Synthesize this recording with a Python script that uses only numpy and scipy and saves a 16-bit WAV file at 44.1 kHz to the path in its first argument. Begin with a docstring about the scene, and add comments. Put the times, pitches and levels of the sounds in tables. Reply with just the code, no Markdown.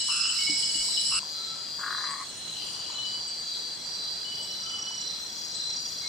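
"""Rainforest night, two spots

A loud spot, then after a hard cut a calmer one. Crickets, katydids and a buzz are narrow rung bands;
a cicada is a comb of click-rate multiples; tree frogs are short decaying sines; two frogs croak as
throat pulses through two resonances. Chirps, ticks, drips and knocks are short rings.
Trees add sparse echoes; far leaves and water are shaped noise underneath."""
import sys
import numpy as np
from scipy import signal
from scipy.io import wavfile
from scipy.ndimage import uniform_filter1d

SR = 44100
rng = np.random.default_rng(int(sys.argv[2]) if len(sys.argv) > 2 else 0)


def persist_wave(psi):
    """Save psi, clipped to +-1, as 16-bit WAV."""
    counts = np.round(np.clip(psi, -1, 1) * 32767).astype(np.int16)
    wavfile.write(sys.argv[1], SR, np.atleast_2d(counts).T)


N = 268128
T = np.arange(N) / SR
CUT_S, MEET_S = 1.1935, .012  # what starts or stops within MEET_S of the cut is moved onto it
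EDGE_HZ = 15700
EDGE_DB = -10  # level a phrase swells from and fades to
WANDER_HZ = 3.6  # speed of a singer's level drift
BUZZ_RISE_S, BUZZ_FALL_S, BUZZ_SAG_HZ = .12, .17, 90.2
TRILL_PULSE_S, TRILL_PER_S = 5.4215, 31.87  # time of one pulse, pulse rate
CICADA_HALF_WIDTH_HZ, CICADA_RISE_S, CICADA_FALL_S = 155, .059, .065
WHISTLE_T60_S, WHISTLE_SETTLE_HZ, WHISTLE_HOLD = .095, 14.47, 2.2  # hold > 1: sustain, then drop
LOW_WHISTLE_T60_S, LOW_WHISTLE_PAN_DB = .15, 1

# singers' phrases: start t/s, length/s, level/dB, f/Hz
FAR_WHISTLES = [(1.32, 0.41, -52, 1325), (4.6, 0.37, -51.5, 1325), (5.05, 0.18, -58, 1330)]
CRICKET_LOW = [(0, 1.19, -53, 3345), (1.2, 4.9, -53, 3345)]
CRICKET_NEAR = [(0, 1.19, -35, 5215)]
CRICKET_PAIR = [(.02, 1.17, -41, 4596)]
CRICKETS_MID = [(0, 1.19, -43.5, 4770)]
SHORT_TRILLS = [(1.2, .43, -55, 5580), (2.31, 0.21, -55, 5670), (2.54, 1.24, -51.5, 5730),
                (3.79, .45, -48.5, 5680)]
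THIN_LINE = [(1.2, .25, -59, 5940), (1.88, .27, -52, 5880)]
TRILL = [(4.2, .42, -47, 5625), (4.55, 1.6, -43, 5685)]
SWELLING_BUZZ = [(0, 1.19, -42, 4135), (1.2, 4.9, -43.5, 4148)]
RASP = [(2.3, .66, -46, 2986)]
KATYDIDS_6K8 = [(0.0054, 0.92, -46, 6800)]
KATYDID_6K5 = [(1.2, 0.45, -51, 6510), (1.85, 1.15, -54.5, 6510), (3.2, 0.56, -48, 6600),
               (4.6, 1.5, -56, 6515), (1.2, 2.55, -56, 6830), (5.2, .9, -52, 6800)]
KATYDIDS_8K = [(0, 1.19, -34, 7920), (1.2, 0.061, -48, 7900), (1.2, 4.9, -53.5, 7970)]
KATYDID_8K8 = [(1.92, 1.08, -54.5, 8770)]
KATYDID_10K = [(.03, 0.23, -47.5, 9960), (.3, .26, -54.5, 10400), (.56, 0.24, -46.5, 10000),
               (.77, .22, -53.5, 10450), (.99, .2, -46.5, 9970)]
# fainter frogs and noise beds: start t/s, length/s, level/dB, f/Hz
FAR_CROAKS = [(2.62, .65, -51, 1100), (4.7, .36, -55, 1157)]
HIGH_RUSTLE = [(.25, .38, -56, 12000), (.7, .36, -53, 13000), (1.2, 4.9, -71, 12600),
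               (1.24, 0.26, -55, 12200), (1.65, 0.4, -58, 13500), (2.5, .3, -56, 12400),
               (3.4, .3, -59, 12300), (3.93, .24, -64, 13000), (4.33, .3, -55, 12300),
               (5.0, 0.69, -63, 13200), (5.8, .27, -50, 11800)]
MID_WASH = [(.48, .71, -56.5, 685)]
WIND = [(.1, 0.47, -66, 40), (.48, .18, -61, 40), (.72, .2, -55, 38), (1.0, .19, -61, 39.8)]
# buzz swells: crest t/s, lift/dB
BUZZ_SWELLS = [(-.02, 7), (0.461, 8.5), (.95, 9), (1.46, 7.5), (1.99, 8.5), (2.508, 7), (3.009, 7.5),
               (3.559, 7.5), (4.059, 6.5), (4.55, 7), (5.099, 8), (5.651, 8.5), (6.12, 9)]
# cicada phrases: start t/s, length/s, first level/dB, last level/dB, first body f/Hz, last body f/Hz,
# left minus right/dB, blur/0-1
CICADA = [(0, 1.19, -48, -39, 4780, 4750, 9, 0.5), (1.193, 1, -39.5, -37, 4750, 4790, 6, 0.03),
          (2.147, 0.16, -45, -49, 4680, 4650, -3, 0.4), (2.563, 0.42, -39, -40, 4770, 4700, 4, 0.63),
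          (3.014, 0.79, -36, -37, 4750, 4665, 1.5, 0.31), (3.809, 1.42, -35.5, -43, 4700, 4790, -3, 0.31),
          (5.26, .45, -44, -45, 4760, 4840, 14, 0.42), (5.69, 0.41, -38.5, -40, 4730, 4740, 6.5, 0.58)]
# cicada clicks: t/s, rate/(clicks per s)
CLICK_RATE = [(1.2, 151.8), (2.3, 151.8), (2.55, 162.4), (3.35, 161.8), (3.85, 160.5), (4.15, 159.95),
              (4.95, 159.25), (5.35, 158.95), (6.08, 158.4)]
# tree frog notes: t/s, peak level/dB, f/Hz, left minus right/dB
WHISTLES = [(0.0014, -32.5, 2940, 9.5), (0.0445, -34, 2960, -1), (0.089, -30, 2940, 12),
            (0.1527, -34, 2940, 3.5), (0.1954, -47, 2950, 1.0), (0.2338, -34, 2930, 5),
            (0.284, -31, 2970, 12), (0.3507, -35, 2950, -3.0), (0.3849, -35, 2960, 15),
            (0.407, -33, 2947, 5.5), (0.463, -31, 2940, 3.5), (0.5084, -37.5, 2940, 4),
            (0.56, -42, 2930, 12), (0.623, -33.5, 2955, 15.5), (0.6908, -33, 2956, 8),
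            (0.7411, -31.5, 2935, 10), (0.803, -34, 2950, 3), (0.8511, -38, 2954, 2.0),
            (0.9674, -29.5, 2954, 15.5), (1.052, -31.5, 2960, 4), (1.0939, -40, 2930, 14),
            (1.1406, -34, 2950, 1.0), (2.9377, -38, 2990, 9), (2.979, -32, 2968, 9),
            (3.0394, -36.5, 2967, 1.0), (3.0961, -40, 2960, -3), (3.1378, -36, 2970, 2),
            (4.2434, -40, 2960, 11), (4.2757, -39, 2964, 10), (4.315, -33.5, 2956, -3),
            (4.3892, -40, 2960, -3), (4.4372, -39, 2960, 4.5), (4.4933, -41.5, 2960, 9),
            (4.5394, -49, 2960, 2.0), (4.6588, -38.5, 3000, 10), (4.699, -38.5, 2970, 12),
            (4.7328, -33, 2960, -2.0), (4.7812, -41, 2960, 6), (4.8157, -43, 2960, 2.5),
            (4.8596, -34.5, 2970, 0.5), (4.9087, -38.5, 2970, 0), (4.948, -44, 2970, -3),
            (5.002, -52, 2920, -2.0)]
# lower tree frog notes: t/s, peak level/dB, f/Hz
LOW_WHISTLES = [(0.3804, -41, 2200), (0.4134, -35.5, 2200), (0.4654, -30.5, 2220), (0.5134, -29.5, 2220),
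                (0.5731, -44, 2210), (0.6205, -48, 2230), (0.6594, -53, 2230), (0.7602, -50, 2220),
                (0.8026, -47, 2230), (0.8599, -51, 2210), (0.9173, -51, 2220), (1.1368, -47, 2230),
                (6.0284, -43.5, 2160)]
# croak tracks: t/s, lower resonance level/dB, upper over lower/dB, lower f/Hz, upper f/Hz
CROAK_LOUD = [(1.78, -56, -5, 1100, 1600), (1.794, -43, 1, 1090, 1530), (1.83, -42.5, 3.5, 1200, 1510),
              (1.93, -43, 0.5, 1160, 1600), (2.02, -41.5, 1, 1126, 1700), (2.12, -42, -4, 1110, 1860),
              (2.225, -43, -7.5, 1130, 1970), (2.26, -57, 4, 1160, 1900)]
CROAKS_THIN = [
    [(0.07, -88, 16, 1110, 2810), (0.09, -38.5, -17, 1130, 2860), (0.108, -44, 8, 1220, 2800),
     (0.134, -42, 7, 1336, 2730), (0.382, -50.5, 8, 1350, 2770), (0.5, -61, 2, 1330, 2830)],
    [(1.1, -62, -2, 1157, 2820), (1.122, -41, 3, 1170, 2790), (1.19, -42.5, 9, 1410, 2780)],
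]  # one such track per croak
# pushes of air in the loud croak: t/s, level/dB (relative levels only)
AIR_PUSHES = [(1.7873, -35), (1.8098, -30.5), (1.833, -26), (1.859, -29.5), (1.8784, -30), (1.905, -27),
              (1.9204, -29), (1.945, -30), (1.9759, -31), (2.0044, -31.5), (2.0363, -28), (2.0622, -31),
              (2.088, -31.5), (2.1041, -27), (2.1271, -30), (2.152, -29.5), (2.1784, -32), (2.196, -32),
              (2.2059, -31.5), (2.2234, -31)]
# katydid chirps and ticks, knocks: t/s, peak level/dB
CHIRPS = [(2.105, -37.5), (2.282, -43), (3.2745, -37.5), (3.389, -44), (4.425, -38), (5.549, -37),
          (5.632, -47)]
TICKS = [(1.45, -45), (2.661, -44), (3.849, -45), (5.001, -41)]
KNOCKS = [(.492, -35.5), (.749, -45)]
# drips: t/s, peak level/dB, f/Hz
DRIPS = [(.486, -46, 894), (.887, -42.5, 1040), (1.229, -39, 1010), (2.899, -39, 989), (4.908, -41, 980)]
# far hiss spectrum at each spot: f/Hz, level/(dB per Hz)
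HISS_LOUD = [(25, -92), (60, -88), (150, -77.5), (300, -81.5), (700, -90.5), (1900, -85), (3600, -78.5),
             (4500, -70.5), (5500, -64), (6200, -81.5), (7200, -71.5), (8600, -100), (9200, -99),
             (15700, -104)]
HISS_CALM = [(25, -95.5), (70, -85.5), (160, -78.5), (300, -82), (900, -84.5), (2500, -87.5), (3600, -82.5),
             (5200, -80), (6300, -83.5), (7500, -84), (8500, -92.5), (9300, -95), (12000, -101),
             (15700, -105)]
# hiss: f/Hz, left-right correlation/1
HISS_SAME = [(25, 0.45), (60, 0.28), (125, 0.61), (300, 0.41), (1000, 0.71), (3000, 0.25), (12000, 0.011)]

# phrases and way of singing; arguments as in singer()
SINGERS = [
    (FAR_WHISTLES, dict(steady=.37, strokes_per_s=370, width_hz=51, throbs_per_s=16.5, depth=.24,
                        same=.88, pan_db=4.5, rise_s=.083, fall_s=.3)),
    (CRICKET_LOW, dict(steady=.54, strokes_per_s=500, width_hz=85, throbs_per_s=29, depth=.57,
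                       pan_db=-7.5, wander_db=.5)),
    (CRICKET_NEAR, dict(steady=.5, strokes_per_s=700, width_hz=110, throbs_per_s=40, depth=.3,
                        pan_db=-7, wander_db=1.6)),
    (CRICKET_PAIR, dict(steady=.82, strokes_per_s=390, width_hz=42, throbs_per_s=25, depth=.15,
                        pan_db=-8, rise_s=.42)),
    (CRICKETS_MID, dict(steady=.12, strokes_per_s=1500, width_hz=180, throbs_per_s=67, depth=.26,
                        pan_db=-8)),
    (SHORT_TRILLS, dict(steady=.08, strokes_per_s=900, width_hz=220, throbs_per_s=31, depth=.13,
                        pan_db=1)),
    (THIN_LINE, dict(steady=.4, strokes_per_s=400, width_hz=65, throbs_per_s=30, depth=.3,
                     rise_s=.16, fall_s=.1)),
    (RASP, dict(steady=.043, strokes_per_s=340, width_hz=320, throbs_per_s=40, depth=.22,
                pan_db=5, rise_s=.26, fall_s=.01)),
    (KATYDIDS_6K8, dict(steady=.03, strokes_per_s=1800, width_hz=290, throbs_per_s=48, depth=.2,
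                        same=.22, pan_db=5.5)),
    (KATYDID_6K5, dict(steady=.1, strokes_per_s=440, width_hz=90, throbs_per_s=33, depth=.2,
                       same=.05, rise_s=.36, fall_s=.58, wander_db=3)),
    (KATYDIDS_8K, dict(steady=.03, strokes_per_s=1500, width_hz=450, throbs_per_s=117, depth=.17,
                       same=.1, pan_db=3.5, wander_db=1.2)),
    (KATYDID_8K8, dict(steady=.25, strokes_per_s=360, width_hz=270, throbs_per_s=110, depth=.29,
                       same=.099, pan_db=-10, rise_s=.3, fall_s=.12)),
    (KATYDID_10K, dict(steady=.03, strokes_per_s=2000, width_hz=310, throbs_per_s=100, depth=.18,
                       same=.2, pan_db=2.5, rise_s=.024, fall_s=.052)),
    (HIGH_RUSTLE, dict(steady=.01, strokes_per_s=9000, width_hz=4200, throbs_per_s=30, depth=.1,
                       same=.043, rise_s=.17, fall_s=.2)),
    (FAR_CROAKS, dict(steady=.01, strokes_per_s=400, width_hz=670, throbs_per_s=35, depth=.13,
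                      same=.57, pan_db=4.5, rise_s=.2, fall_s=.47)),
    (MID_WASH, dict(steady=.01, strokes_per_s=3000, width_hz=920, throbs_per_s=8.1, depth=.089,
                    same=.76, pan_db=3.5, rise_s=.0059)),
    (WIND, dict(steady=.01, strokes_per_s=300, width_hz=32, throbs_per_s=4.2, depth=.3,
                same=.8, pan_db=4, rise_s=.12, fall_s=.14)),
]


def gain_of(db):
    """Amplitude factor of a level."""
    return 10 ** (np.asarray(db) / 20)


def evened(x):
    """Scale to unit RMS along the last axis."""
    return x / np.sqrt(np.mean(abs(x) ** 2, -1, keepdims=True) + 1e-20)


def read(points, hz):
    """Interpolate a spectrum table over log frequency."""
    f, value = np.transpose(points)
    return np.interp(np.log(hz + 1), np.log(f + 1), value)


def sides(pan_db):
    """Left and right gains for a level difference."""
    return gain_of(np.array([pan_db, -pan_db]) / 2)


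def ring(x, corner_hz):
    """Two one-pole smoothers, 6 dB down at the corner: a resonance seen from its own centre."""
    r = np.exp(-2 * np.pi * corner_hz / SR)
    return signal.lfilter([(1 - r) ** 2], [1, -2 * r, r * r], x)


def carrier(hz):
    """Complex tone following hz, random start phase."""
    return np.exp(2j * np.pi * (np.cumsum(hz) / SR + rng.random()))


def phrase(start, length, rise_s, fall_s):
    """Times, slice and swell in dB; what meets the cut or an end of the scene is in full voice there."""
    end = start + length
    start_cut, end_cut = abs(start - CUT_S) < MEET_S, abs(end - CUT_S) < MEET_S
    start, end = CUT_S if start_cut else start, CUT_S if end_cut else end
    span = slice(max(round(start * SR), 0), min(round(end * SR), N))
    t = T[span]
    rise = 1 if start_cut or start < .01 else (t - start) / rise_s
    fall = 1 if end_cut or end > T[-1] else (end - t) / fall_s
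    return t, span, EDGE_DB * (1 - np.clip(np.minimum(rise, fall), 0, 1)) + 0 * t


def singer(row, steady, strokes_per_s, width_hz, throbs_per_s, depth, same=.62, pan_db=-1.0,
           rise_s=.018, fall_s=.079, wander_db=2.0, beat=None, swell=None):
    """A wing or throat rings at its pitch: steady tone plus chance strokes, throbbing in level.

    steady: power share of tone; width_hz: 6 dB down; depth: 0-1; same: left-right shared power;
    pan_db: left minus right.
    """
    start, length, db, hz = row
    t, span, shape_db = phrase(start, length, rise_s, fall_s)
    lift_db, shift_hz = swell(t) if swell else (0, 0 * t)
    wander = evened(ring(rng.standard_normal(len(t)), WANDER_HZ))
    db = db + shape_db + lift_db + wander_db * wander

    struck = rng.random((3, len(t))) < strokes_per_s / SR
    hits = struck * np.exp(2j * np.pi * rng.random(struck.shape))
    hits = hits * gain_of(1.7 * rng.standard_normal(struck.shape))
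    shared, left, right = evened(ring(hits, width_hz / 1.94))
    rung = np.sqrt(same) * shared + np.sqrt(1 - same) * np.array([left, right])

    pace = 1 + .14 * evened(ring(rng.standard_normal(len(t)), 7.15))
    uneven = np.cumsum(throbs_per_s * pace) / SR + rng.random()
    turns = beat(t) if beat else uneven
    throb = 1 - depth * (1 - np.cos(np.pi * turns) ** 4)
    body = (np.sqrt(steady) + np.sqrt(1 - steady) * rung) * evened(throb)
    tone = np.sqrt(2) * (body * carrier(hz + shift_hz)).real
    return span, tone * gain_of(db) * sides(pan_db)[:, None]


def trill(row):
    """One cricket gives short tone pulses at a strict beat."""
    return singer(row, steady=.68, strokes_per_s=900, width_hz=150, throbs_per_s=TRILL_PER_S,
                  depth=.75, pan_db=-2.2, rise_s=.15, wander_db=2.1,
                  beat=lambda t: (t - TRILL_PULSE_S) * TRILL_PER_S)


def buzz(row):
    """An insect buzz swells about twice a second, its pitch sinking at each crest."""
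    def swell(t):
        s, lift_db = np.transpose(BUZZ_SWELLS)
        age = t[:, None] - s
        crest = np.exp(-(age / np.where(age < 0, BUZZ_RISE_S, BUZZ_FALL_S)) ** 2)
        return crest @ lift_db, -BUZZ_SAG_HZ * crest.sum(1)
    return singer(row, steady=.11, strokes_per_s=1500, width_hz=262, throbs_per_s=110, depth=.095,
                  same=.25, pan_db=1.2, wander_db=1.2, swell=swell)


def cicada(start, length, first_db, last_db, first_hz, last_hz, pan_db, blur):
    """Regular clicks ring a body: only nearby multiples of the click rate sound; strain blurs them."""
    t, span, shape_db = phrase(start, length, CICADA_RISE_S, CICADA_FALL_S)
    db = shape_db + np.linspace(first_db, last_db, len(t))
    body_hz = np.linspace(first_hz, last_hz, len(t))
    rate = np.interp(T, *np.transpose(CLICK_RATE))
    turns, rate = np.cumsum(rate)[span] / SR, rate[span]
    power, tone = 1e-9, 0
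    for k in range(27, 34):
        size = 1 / (1 + ((k * rate - body_hz) / CICADA_HALF_WIDTH_HZ) ** 4)
        slow, fast = rng.standard_normal((2, 2, len(t))) + 1j * rng.standard_normal((2, 2, len(t)))
        paths = (1 + .45 * evened(ring(slow, 2.5))) / 1.1  # leaf echoes fade each line on its own
        line = np.sqrt(1 - blur) * paths + np.sqrt(blur) * evened(ring(fast, 51))
        power = power + size ** 2
        tone = tone + size * line * np.exp(2j * np.pi * k * turns)
    return span, np.sqrt(2 / power) * tone.real * gain_of(db) * sides(pan_db)[:, None]


def drone():
    """All insects, far frogs and noise beds, summed phrase by phrase."""
    parts = [singer(row, **way) for rows, way in SINGERS for row in rows]
    parts += [trill(row) for row in TRILL]
    parts += [buzz(row) for row in SWELLING_BUZZ]
    parts += [cicada(*row) for row in CICADA]
    out = np.zeros((2, N))
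    for span, sound in parts:
        out[:, span] += sound
    return out


def blips(s, db, hz, t60, pan_db, rise_s, settle_hz=0, hold=1):
    """Short decaying sines, soft start; the pitch may settle from settle_hz above."""
    out, t = np.zeros((2, N + SR)), T[:SR // 4]
    shape = (1 - np.exp(-t / rise_s)) ** 2 * gain_of(-60 * (t / t60) ** hold)
    shape = shape / shape.max()
    for s, db, hz, pan_db in zip(*np.broadcast_arrays(s, db, hz, pan_db)):
        turns = hz * t + settle_hz * .047 * (1 - np.exp(-t / .047))
        note = gain_of(db) * shape * np.sin(2 * np.pi * turns)
        out[:, round(s * SR):][:, :len(t)] += sides(pan_db)[:, None] * note
    return out[:, :N]


def tree_frogs():
    """Two kinds of whistled notes: decaying sines, the higher kind settling in pitch."""
    s, db, hz, pan_db = np.transpose(WHISTLES)
    high = blips(s, db, hz, WHISTLE_T60_S, pan_db, rise_s=.0031,
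                 settle_hz=WHISTLE_SETTLE_HZ, hold=WHISTLE_HOLD)
    low = blips(*np.transpose(LOW_WHISTLES), LOW_WHISTLE_T60_S, LOW_WHISTLE_PAN_DB,
                rise_s=.0032, hold=1.3)
    return high + low


def spread(rows):
    """Table columns at every sample of their span, with the slice and soft ends."""
    s, *columns = np.transpose(rows)
    s = np.where(abs(s - CUT_S) < MEET_S, CUT_S, s)
    span = slice(max(round(s[0] * SR), 0), min(round(s[-1] * SR), N))
    t = T[span]
    ends = np.minimum(t - s[0], s[-1] - t) / .00086
    ends = np.clip(ends + (t < .01) + (t > T[-400]), 0, 1)
    return span, ends, [np.interp(t, s, c) for c in columns]


def air_pushes():
    """Each push of air swells in a few ms and sags until the next."""
    s, db = np.transpose(AIR_PUSHES)
    span = slice(round(1.7 * SR), round(2.3 * SR))
    age = np.maximum(T[span, None] - s, 0) / .0055
    out = np.zeros(N)
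    out[span] = evened(.2 + (gain_of(db - db.mean()) * age * np.exp(1 - age)).sum(1))
    return out


def croak(rows, pulses_per_s, jitter, low_corner_hz, high_corner_hz, pan_db, push=1):
    """Uneven throat pulses ring two moving resonances."""
    span, ends, (db, high_db, low_hz, high_hz) = spread(rows)
    pace = 1 + jitter * evened(ring(rng.standard_normal(len(db)), 60))
    turns = np.cumsum(pulses_per_s * pace) / SR
    pulses = np.diff(np.floor(turns), prepend=0) * gain_of(2.6 * rng.standard_normal(len(db)))
    pulses = pulses + .02 * rng.standard_normal(len(db))  # breath between pulses
    out = np.zeros(N)
    for hz, corner_hz, lift_db in (low_hz, low_corner_hz, 0), (high_hz, high_corner_hz, high_db):
        turn = carrier(hz)
        rung = turn * ring(ring(pulses / turn, corner_hz), corner_hz)  # twice: steep skirts
        out[span] += evened(rung.real) * gain_of(db + lift_db) * ends
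    return sides(pan_db)[:, None] * out * push


def small_sounds():
    """Katydid chirps and ticks, drips, and knocks ringing a body plus a duller thump below."""
    knocks = np.transpose(KNOCKS)
    body = blips(*knocks, hz=298.6, t60=.12, pan_db=-7.5, rise_s=.002)
    thump = gain_of(-4) * blips(*knocks, hz=183, t60=.035, pan_db=-5.5, rise_s=.0045)
    chirps = blips(*np.transpose(CHIRPS), hz=8020, t60=.11, pan_db=6, rise_s=.002)
    ticks = blips(*np.transpose(TICKS), hz=7300, t60=.12, pan_db=7, rise_s=.0053)
    drips = blips(*np.transpose(DRIPS), t60=.026, pan_db=7.5, rise_s=.00073)
    return chirps + ticks + drips + body + thump


def trees(x, t60):
    """Trunks and leaves return sparse echoes of random sign, different for each ear."""
    taps, at = np.zeros((2, SR // 2)), np.arange(300, SR // 2 - 20, 20)
    at = at + rng.integers(0, 20, (2, len(at)))
    np.put_along_axis(taps, at, rng.choice([-1., 1.], at.shape), 1)
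    taps *= gain_of(-60 * T[:SR // 2] / t60)
    return signal.fftconvolve(x, taps / np.linalg.norm(taps[0]), axes=1)[:, :N]


def hiss(spectrum, patchy_db):
    """Far leaves and water: shaped noise with drifting patches, left and right unlike in the treble."""
    noise = rng.standard_normal((2, N)) * np.sqrt(SR / 2)  # 0 dB per Hz
    hz, _, (a, b) = signal.stft(noise, SR, nperseg=1024, noverlap=768)
    patches = uniform_filter1d(rng.standard_normal(a.shape), 10, 0)
    patches = uniform_filter1d(patches, 12, 1)
    level_db = read(spectrum, hz)[:, None] + patchy_db * patches / patches.std()
    same = read(HISS_SAME, hz)[:, None]
    z = np.array([a, same * a + np.sqrt(1 - same ** 2) * b]) * gain_of(level_db)
    return signal.istft(z, SR, nperseg=1024, noverlap=768)[1][:, :N]


def scene():
    """Sum of all sources; tails and hiss belong to one spot each, so no tail crosses the cut."""
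    thin = sum(croak(rows, 180, .16 / 1.5, 280, 230, 1.5) for rows in CROAKS_THIN)
    loud = croak(CROAK_LOUD, 202.5, .08, 165, 380, 5.5, air_pushes())
    small, peeps = small_sounds(), tree_frogs()
    out = drone() + loud + gain_of(-10) * trees(loud, .2)
    before = np.clip((CUT_S - T) * SR / 20, 0, 1)  # 20-sample crossfade
    for spot, spectrum in (before, HISS_LOUD), (1 - before, HISS_CALM):
        calls = thin + small + peeps
        tails = gain_of(-6) * trees((thin + small) * spot, .31)
        tails = tails + gain_of(-4) * trees(peeps * spot, .74)
        far = hiss(spectrum, 1.08) * gain_of([[.6], [-.6]])  # left a little louder
        out += spot * (calls + tails + far)
    return out


def record(dry):
    """Band limit: linear-phase low-pass at EDGE_HZ."""
    edge = signal.firwin(2047, EDGE_HZ, window=("kaiser", 10), fs=SR)
    return signal.oaconvolve(dry, edge[None], "same")


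dry = scene()
out = record(dry)
persist_wave(out)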